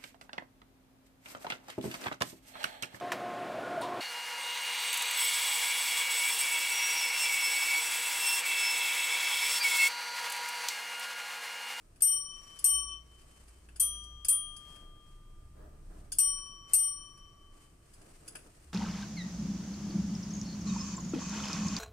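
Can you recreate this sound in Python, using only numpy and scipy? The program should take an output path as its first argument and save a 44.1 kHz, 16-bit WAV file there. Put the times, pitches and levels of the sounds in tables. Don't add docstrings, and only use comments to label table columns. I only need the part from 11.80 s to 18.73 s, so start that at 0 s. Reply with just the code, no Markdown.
import sys
import numpy as np
from scipy import signal
from scipy.fft import rfft, irfft, next_fast_len
from scipy.io import wavfile
from scipy.ndimage import uniform_filter1d

SR = 44100
rng = np.random.default_rng(int(sys.argv[2]) if len(sys.argv) > 2 else 0)


def wav_record(signal):
    frames = np.transpose(np.atleast_2d(signal))
    bounded = np.clip(frames, -1, 1)
    quanta = np.round(bounded * 32767).astype(np.int16)
    wavfile.write(sys.argv[1], SR, quanta)


N = 305613
TIME = np.arange(N) / SR


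# pitch in Hz, second line's pitch in Hz.
PINK_PITCHES = [(1164.7, 1134.7), (3066.2, 3071.1), (5657.6, 5680), (8785.7, 8714.6), (12575.2, 13237)]
ORANGE_PITCHES = [(1194.3, 1193.7), (3218.2, 3221.55), (5958, 5961), (9474.8, 8775), (12575.2, 10165)]
# T60 in seconds, left over right in dB,
# lead of the left side in radians, second line's level against its partial in dB before each blow's shift,
# second line's left over right in dB.
PINK_MODES = [(3.5, 5.5, .5, 1.5, -6), (2.19, 7, 0.94, 2.5, 9.5), (0.93, 7, -1.1, 3, 13.5),
              (0.39, 6, -0.49, -22.5, 10.5), (0.24, 19.5, 0, -2, 3)]
ORANGE_MODES = [(4.15, 0, .6, -28, 23), (1.67, 17.5, 1, -14.5, 9), (.8, -5.5, -1.7, -31.5, 9),
                (0.33, 3, 0, -11.5, 10.5), (0.21, 14, 0, -30, 15.5)]
# start in seconds, contact level in dB before the clash and fittings trims,
# five partial levels in dB, then shifts of the second lines in dB for partial 1, partials 2-3
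PINK_STRIKES = [(0.2205, -15, -56, -41.5, -29.5, -6.5, -14, -2, -5.5, -30.5),
                (.842, -12.5, -57, -38, -34, -8, -17, 9, 1, -37),
                (4.385, -14.5, -59.5, -41.5, -29, -10.5, -42, 7.5, -20.5, 9),
                (4.934, -9, -55.5, -46, -33, -6.5, -17, -2.5, -8.5, -24.5)]
ORANGE_STRIKES = [(1.997, -21, -56, -38, -37, -17, -22.5, 0, 0, 0),
                  (2.483, -19, -53.5, -37, -47, -13, -25.5, 0, 0, -1)]
# start in seconds, length in seconds, loss in dB.
LEANS = [(1.135, 0.11, 17.5), (5.845, 0.092, 7)]
# start in seconds, level in dB before the clash and fittings trims.
CLAPPER_GRAZES = [(1.012, -46), (4.487, -46.5), (4.51, -43), (4.547, -50), (4.582, -56)]
# pitch in Hz, strength in dB per Hz.
CLASH_COLOUR = [(300, -30), (2000, -29.5), (2800, -21.5), (3700, -40.5), (4300, -18.5), (7500, -16.5),
                (8050, 4), (9200, -7), (10200, -9), (11200, -27.5), (12100, -10.5), (13100, -1),
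                (14000, -26.5), (16000, -31.5)]
RIM_COLOUR = [(1000, -32), (4400, -39), (7500, -38), (8200, 3.5), (9200, 5), (10200, -60), (15000, -67.5)]
# pitch in Hz, level against the contact in dB
# before random spread and trim, T60 in seconds.
SMALL_PARTS = [(4240, -50, 1), (6780, -18, 0.13), (8120, -7.5, 0.15), (8320, -8.5, 0.16), (8620, -13, 0.24),
               (10330, -12, 0.1), (10960, -14.5, 0.042), (12300, -8, 0.064), (12185, -11, 0.079)]

# start in seconds, treble level in dB and body level in dB, both before the click trims.
PLUNGER_CLICKS = [(0.2048, -46.5, -59), (0.7876, -42, -64.5), (1.886, -64.5, -55), (1.958, -50.5, -57.5),
                  (2.2346, -56.5, -81), (2.446, -35, -48.5), (2.7635, -49, -66), (2.9573, -60, -58),
                  (4.3188, -33, -51), (4.579, -61.5, -57), (6.1345, -56.5, -73), (6.4768, -43.5, -54),
                  (6.5515, -44.5, -42.5)]
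# pitch in Hz, strength in dB per Hz.
PLUNGER_COLOUR = [(2060, -35.5), (3500, -8.5), (3830, -21.5), (4370, -4.5), (6120, -10), (6740, -4),
                  (7370, -11.5), (8260, 4), (11400, -14), (14800, -18.5), (16000, -22.5)]
BASE_COLOUR = [(200, -19), (380, -5), (700, -4.5), (1200, -5.5), (1560, 6.5), (2050, -7.5), (2600, 5.5),
               (3600, -12.5), (5000, -39.5)]
TICK_COUNT, TICK_TREBLE_DB, TICK_BODY_DB = 8, -64, -66

# start in seconds, length in seconds, level in dB.
PAW_DRAGS = [(2.843, 0.14, -65), (3.744, 0.14, -61), (4.093, 0.09, -60), (6.158, 0.13, -64),
             (6.405, 0.24, -64)]
# middle in seconds, length in seconds, peak level in dB.
SOFT_SWISHES = [(0.76, 0.28, -60), (1.56, 0.49, -65.5), (2.925, 0.21, -63.5), (3.3, 0.11, -70.5),
                (4.181, 0.2, -70.5), (4.921, 0.05, -56), (5.817, 0.12, -65), (6.252, 0.32, -66),
                (6.76, 0.62, -66.5)]
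# pitch in Hz, strength in dB per Hz.
PAW_COLOUR = [(80, -7.5), (260, 5), (720, -4), (1000, -9.5), (1600, -11.5), (2600, -29.5), (6000, -34)]
SWISH_COLOUR = [(200, 1.5), (2800, -1), (3700, -7.5), (4400, -3.5), (7400, -3), (8400, 3.5), (11500, -11),
                (15000, -18), (16000, -36)]
PAW_ATTACK_S, PAW_T60_S = 0.013, 0.9
RESTLESS_PAW_DB, RESTLESS_SWISH_DB = -71, -72.5
FLOOR_RUMBLE_DB = 3

# time in seconds, level in dB before its trim.
RUMBLE_LEVEL = [(0.0, -66.5), (0.5, -62), (0.87, -69), (4.17, -53), (5.0, -64), (5.29, -58), (6.93, -73)]
# time in seconds, level in dB before its trim and swell.
HUM_LEVEL = [(0.8, -65.5), (0.948, -51.5), (1.484, -64), (2.226, -51.5), (2.452, -55), (2.53, -71.5)]
RUMBLE_TRIM_DB, HUM_TRIM_DB, HUM_HZ = 2.5, 0.5, 58.6
# start in seconds, length in seconds, pitch in Hz, level in dB before its swell.
LOW_BOOMS = [(3.52, 0.48, 65.2, -58), (4.123, 0.08, 66, -51.5), (6.832, 0.1, 71.2, -53.5)]
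LOW_ATTACK_S, LOW_T60_S = 0.04, 0.5
# pitch in Hz, strength in dB per Hz.
LOW_COLOUR = [(12, -17), (30, 3.5), (48, -23), (110, -15.5), (220, -29), (500, -72.5)]
ROOM_COLOUR = [(12, -39), (20, -8), (68, -4), (187, -19), (248, -19), (277, -23.5), (337, -15.5),
               (542, -36.5), (590, -41.5), (1220, -27.5), (1440, -36), (8650, -48), (14700, -46.5),
               (16000, -64.5)]
ROOM_DB = -63

# pitch in Hz, likeness from 0 (unrelated) to 1 (identical).
STEREO_LIKENESS = [(60, 0.99), (130, 0.96), (260, 1), (520, 0.19), (2000, 0.029), (8500, 0.17), (13000, .2)]
# pitch in Hz, left over right in dB.
STEREO_BALANCE = [(1200, 0), (3000, 0), (5000, 0), (10800, 4), (12300, 5.5)]
SIDES = np.array([[1], [-1]])


def bell(pitches, modes, blows, rise_s):
    out = np.zeros((2, N))
    ends = [blow[0] for blow in blows[1:]] + [N / SR + 1]
    for (start, _, *levels, low, middle, high), end in zip(blows, ends):
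        stop = min(end, start + 2) + np.pi / 10
        span = slice(int(start * SR), int(stop * SR))
        age = TIME[span] - TIME[span][0]
        rise = 1 - np.exp(-age / rise_s)
        gate = rise * np.exp(-np.maximum(TIME[span] - end, 0) / rise_s)
        shifts = (low, middle, middle, high, high)
        for (hz, second_hz), mode, db, shift_db in zip(pitches, modes, levels, shifts):
            t60, left_db, lead, second_db, second_left_db = mode
            main = partial(age, hz, left_db, lead)
            second = from_db(second_db + shift_db) * partial(age, second_hz, second_left_db, 0)
            out[:, span] += from_db(db) * fade(age, t60) * gate * (main - second)
    return out


def partial(age, hz, left_db, lead):
    return pan(left_db) * np.sin(2 * np.pi * hz * age + lead * SIDES / 2)


def leaning():
    lost_db = np.zeros(N)
    for start, length, db in LEANS:
        later_blows = [blow[0] for blow in PINK_STRIKES if blow[0] > start]
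        next_blow = min(later_blows + [N / SR])
        lost_db += db * np.clip((TIME - start) / length, 0, 1) * (TIME < next_blow)
    return from_db(-lost_db)


def clashes(crack_t60, tail_t60, tail_db, rise_s, grain_db):
    level = np.zeros(N)
    for start, db, *_ in PINK_STRIKES + ORANGE_STRIKES:
        crack = burst(start, crack_t60, rise_s)
        tail = from_db(tail_db) * burst(start, tail_t60, rise_s)
        level += from_db(db) * (crack + tail)
    buzz = sum(from_db(db) * burst(start, t60=0.24, rise_s=0.0032) for start, db in CLAPPER_GRAZES)
    grain = lumps(300, grain_db)
    clash = noise(CLASH_COLOUR, level * grain, ripple_db=5, ripple_hz=88.24)
    return clash + noise(RIM_COLOUR, buzz * grain)


def fittings(rise_s, spread_db):
    out = np.zeros((2, N))
    for start, db, *_ in PINK_STRIKES + ORANGE_STRIKES + CLAPPER_GRAZES:
        span = slice(int(start * SR), int(start * SR) + SR)
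        age = TIME[span] - TIME[span][0]
        rise = 1 - np.exp(-age / rise_s)
        draws = rng.standard_normal((len(SMALL_PARTS), 2))
        for (hz, mode_db, t60), (luck, lead) in zip(SMALL_PARTS, draws):
            level = from_db(db + mode_db + spread_db * luck) * fade(age, t60) * rise
            out[:, span] += level * partial(age, hz, at_hz(STEREO_BALANCE, hz), lead)
    return out


def clicks(treble_db, body_db, t60, rise_s, room_db, room_t60, grain_db):
    treble, body = np.zeros(N), np.zeros(N)
    for start, high_db, low_db in PLUNGER_CLICKS + ticks():
        room_tail = from_db(room_db) * burst(start, room_t60, rise_s)
        shape = burst(start, t60, rise_s) + room_tail
        treble += from_db(high_db + treble_db) * shape
        body += from_db(low_db + body_db) * shape
    grain = lumps(400, grain_db)
    rattle = noise(PLUNGER_COLOUR, treble * grain, ripple_db=8, ripple_hz=169.9)
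    return rattle + noise(BASE_COLOUR, body * grain)


def ticks():
    times = rng.uniform(0, N / SR, size=TICK_COUNT)
    return [(start, TICK_TREBLE_DB, TICK_BODY_DB) for start in times]


def cats():
    drag = sum(from_db(db) * stroke(start, length, PAW_ATTACK_S, PAW_T60_S)
               for start, length, db in PAW_DRAGS)
    swish = sum(from_db(db) * np.exp(-2 * ((TIME - middle) / length) ** 2)
                for middle, length, db in SOFT_SWISHES)
    drag_level = np.hypot(drag, from_db(RESTLESS_PAW_DB)) * lumps(30, depth_db=2.0)
    swish_level = np.hypot(swish * lumps(97, depth_db=2.5), from_db(RESTLESS_SWISH_DB))
    scuffs = noise(PAW_COLOUR, drag_level, ripple_db=4, ripple_hz=50.1)
    swishes = noise(SWISH_COLOUR, swish_level)
    floor = noise(LOW_COLOUR, from_db(FLOOR_RUMBLE_DB) * drag)
    return scuffs + swishes + floor


def background():
    rumble = noise(LOW_COLOUR, from_db(in_time(RUMBLE_LEVEL) + RUMBLE_TRIM_DB))
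    start, end = HUM_LEVEL[0][0], HUM_LEVEL[-1][0]
    spell = stroke(start, end - start, LOW_ATTACK_S, LOW_T60_S)
    hum_level = from_db(in_time(HUM_LEVEL) + HUM_TRIM_DB) * spell
    hum = hum_level * np.sin(2 * np.pi * HUM_HZ * TIME)
    booms = np.zeros(N)
    for start, length, hz, db in LOW_BOOMS:
        swell = from_db(db) * stroke(start, length, LOW_ATTACK_S, LOW_T60_S)
        booms += swell * np.sin(2 * np.pi * hz * TIME)
    return rumble + np.sqrt(2) * (hum + booms) + noise(ROOM_COLOUR, from_db(ROOM_DB))


def noise(spectrum, level, ripple_db=0, ripple_hz=120):
    size = next_fast_len(N + SR // 10)
    hz = np.fft.rfftfreq(size, 1 / SR)
    mid, side = rfft(rng.standard_normal((2, N)) * level, size)
    alike = np.clip(at_hz(STEREO_LIKENESS, hz), -1, 1)
    both = np.sqrt(1 + alike) * mid + np.sqrt(1 - alike) * side * SIDES
    bumps = rng.standard_normal(size=2048)
    ripple = ripple_db * np.interp(hz / ripple_hz, np.arange(2048), bumps)
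    balance = SIDES * at_hz(STEREO_BALANCE, hz) / 2
    colour = from_db(at_hz(spectrum, hz) + ripple + balance)
    colour /= np.sqrt(2 * np.mean(colour ** 2))
    cepstrum = irfft(np.log(colour), size)[:, :size // 2]
    cepstrum[:, 1:] *= 2
    return irfft(both * np.exp(rfft(cepstrum, size)), size)[:, :N]


def burst(start, t60, rise_s):
    age = TIME - start
    return fade(age, t60) * (1 - np.exp(-np.maximum(age, 0) / rise_s))


def stroke(start, length, attack_s, t60):
    age = np.maximum(TIME - start, 0)
    return (1 - np.exp(-age / attack_s)) * fade(np.maximum(age - length, 0), t60)


def lumps(per_s, depth_db):
    steps = rng.standard_normal(size=8192)
    return from_db(depth_db * np.interp(TIME * per_s, np.arange(len(steps)), steps))


def fade(age, t60):
    return (age >= 0) * np.exp(-np.log(1000) * np.clip(age / t60, 0, 10))


def pan(left_db):
    gains = from_db(left_db * SIDES / 2)
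    return gains / np.sqrt(np.mean(gains ** 2))


def at_hz(points, hz):
    pitch, value = np.transpose(points)
    return np.interp(np.log(hz + 1), np.log(pitch), value)


def in_time(rows):
    seconds, level = np.transpose(rows)
    return np.interp(TIME, seconds, level)


def from_db(db):
    return 10 ** (np.asarray(db) / 20)


def limiter(x, threshold_db, share, release_db_per_s, attack_s):
    power = uniform_filter1d(np.mean(x ** 2, axis=0), size=128)
    level_db = 10 * np.log10(np.maximum(power, 1e-12))
    over_db = np.maximum(level_db - threshold_db, 0) * np.clip(share, 0, 1)
    release_db = release_db_per_s * TIME
    held_db = np.maximum.accumulate(over_db + release_db) - release_db
    keep = np.exp(-1 / (attack_s * SR))
    smooth_db = signal.lfilter([1 - keep], [1, -keep], held_db)
    return x * from_db(-smooth_db)


def scene():
    pink = bell(PINK_PITCHES, PINK_MODES, PINK_STRIKES, rise_s=0.0015) * leaning()
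    orange = bell(ORANGE_PITCHES, ORANGE_MODES, ORANGE_STRIKES, rise_s=0.0082)
    clatter = clashes(crack_t60=0.06, tail_t60=0.18, tail_db=-4.5, rise_s=0.0044, grain_db=1.0)
    jingle = fittings(rise_s=0.0018, spread_db=2.0)
    plungers = clicks(treble_db=6.5, body_db=2.0, t60=0.05, rise_s=0.0027,
                      room_db=-16.5, room_t60=0.3, grain_db=1)
    contacts = from_db(0.5) * clatter + from_db(-3) * jingle
    return pink + orange + contacts + plungers + cats() + background()


def record(dry):
    held = limiter(dry, threshold_db=-22, share=0.8, release_db_per_s=94.5, attack_s=0.0008)
    low_pass = signal.cheby2(14, 70, 16700, fs=SR, output="sos")
    return signal.sosfilt(low_pass, held)


dry = scene()
out = record(dry)
wav_record(out)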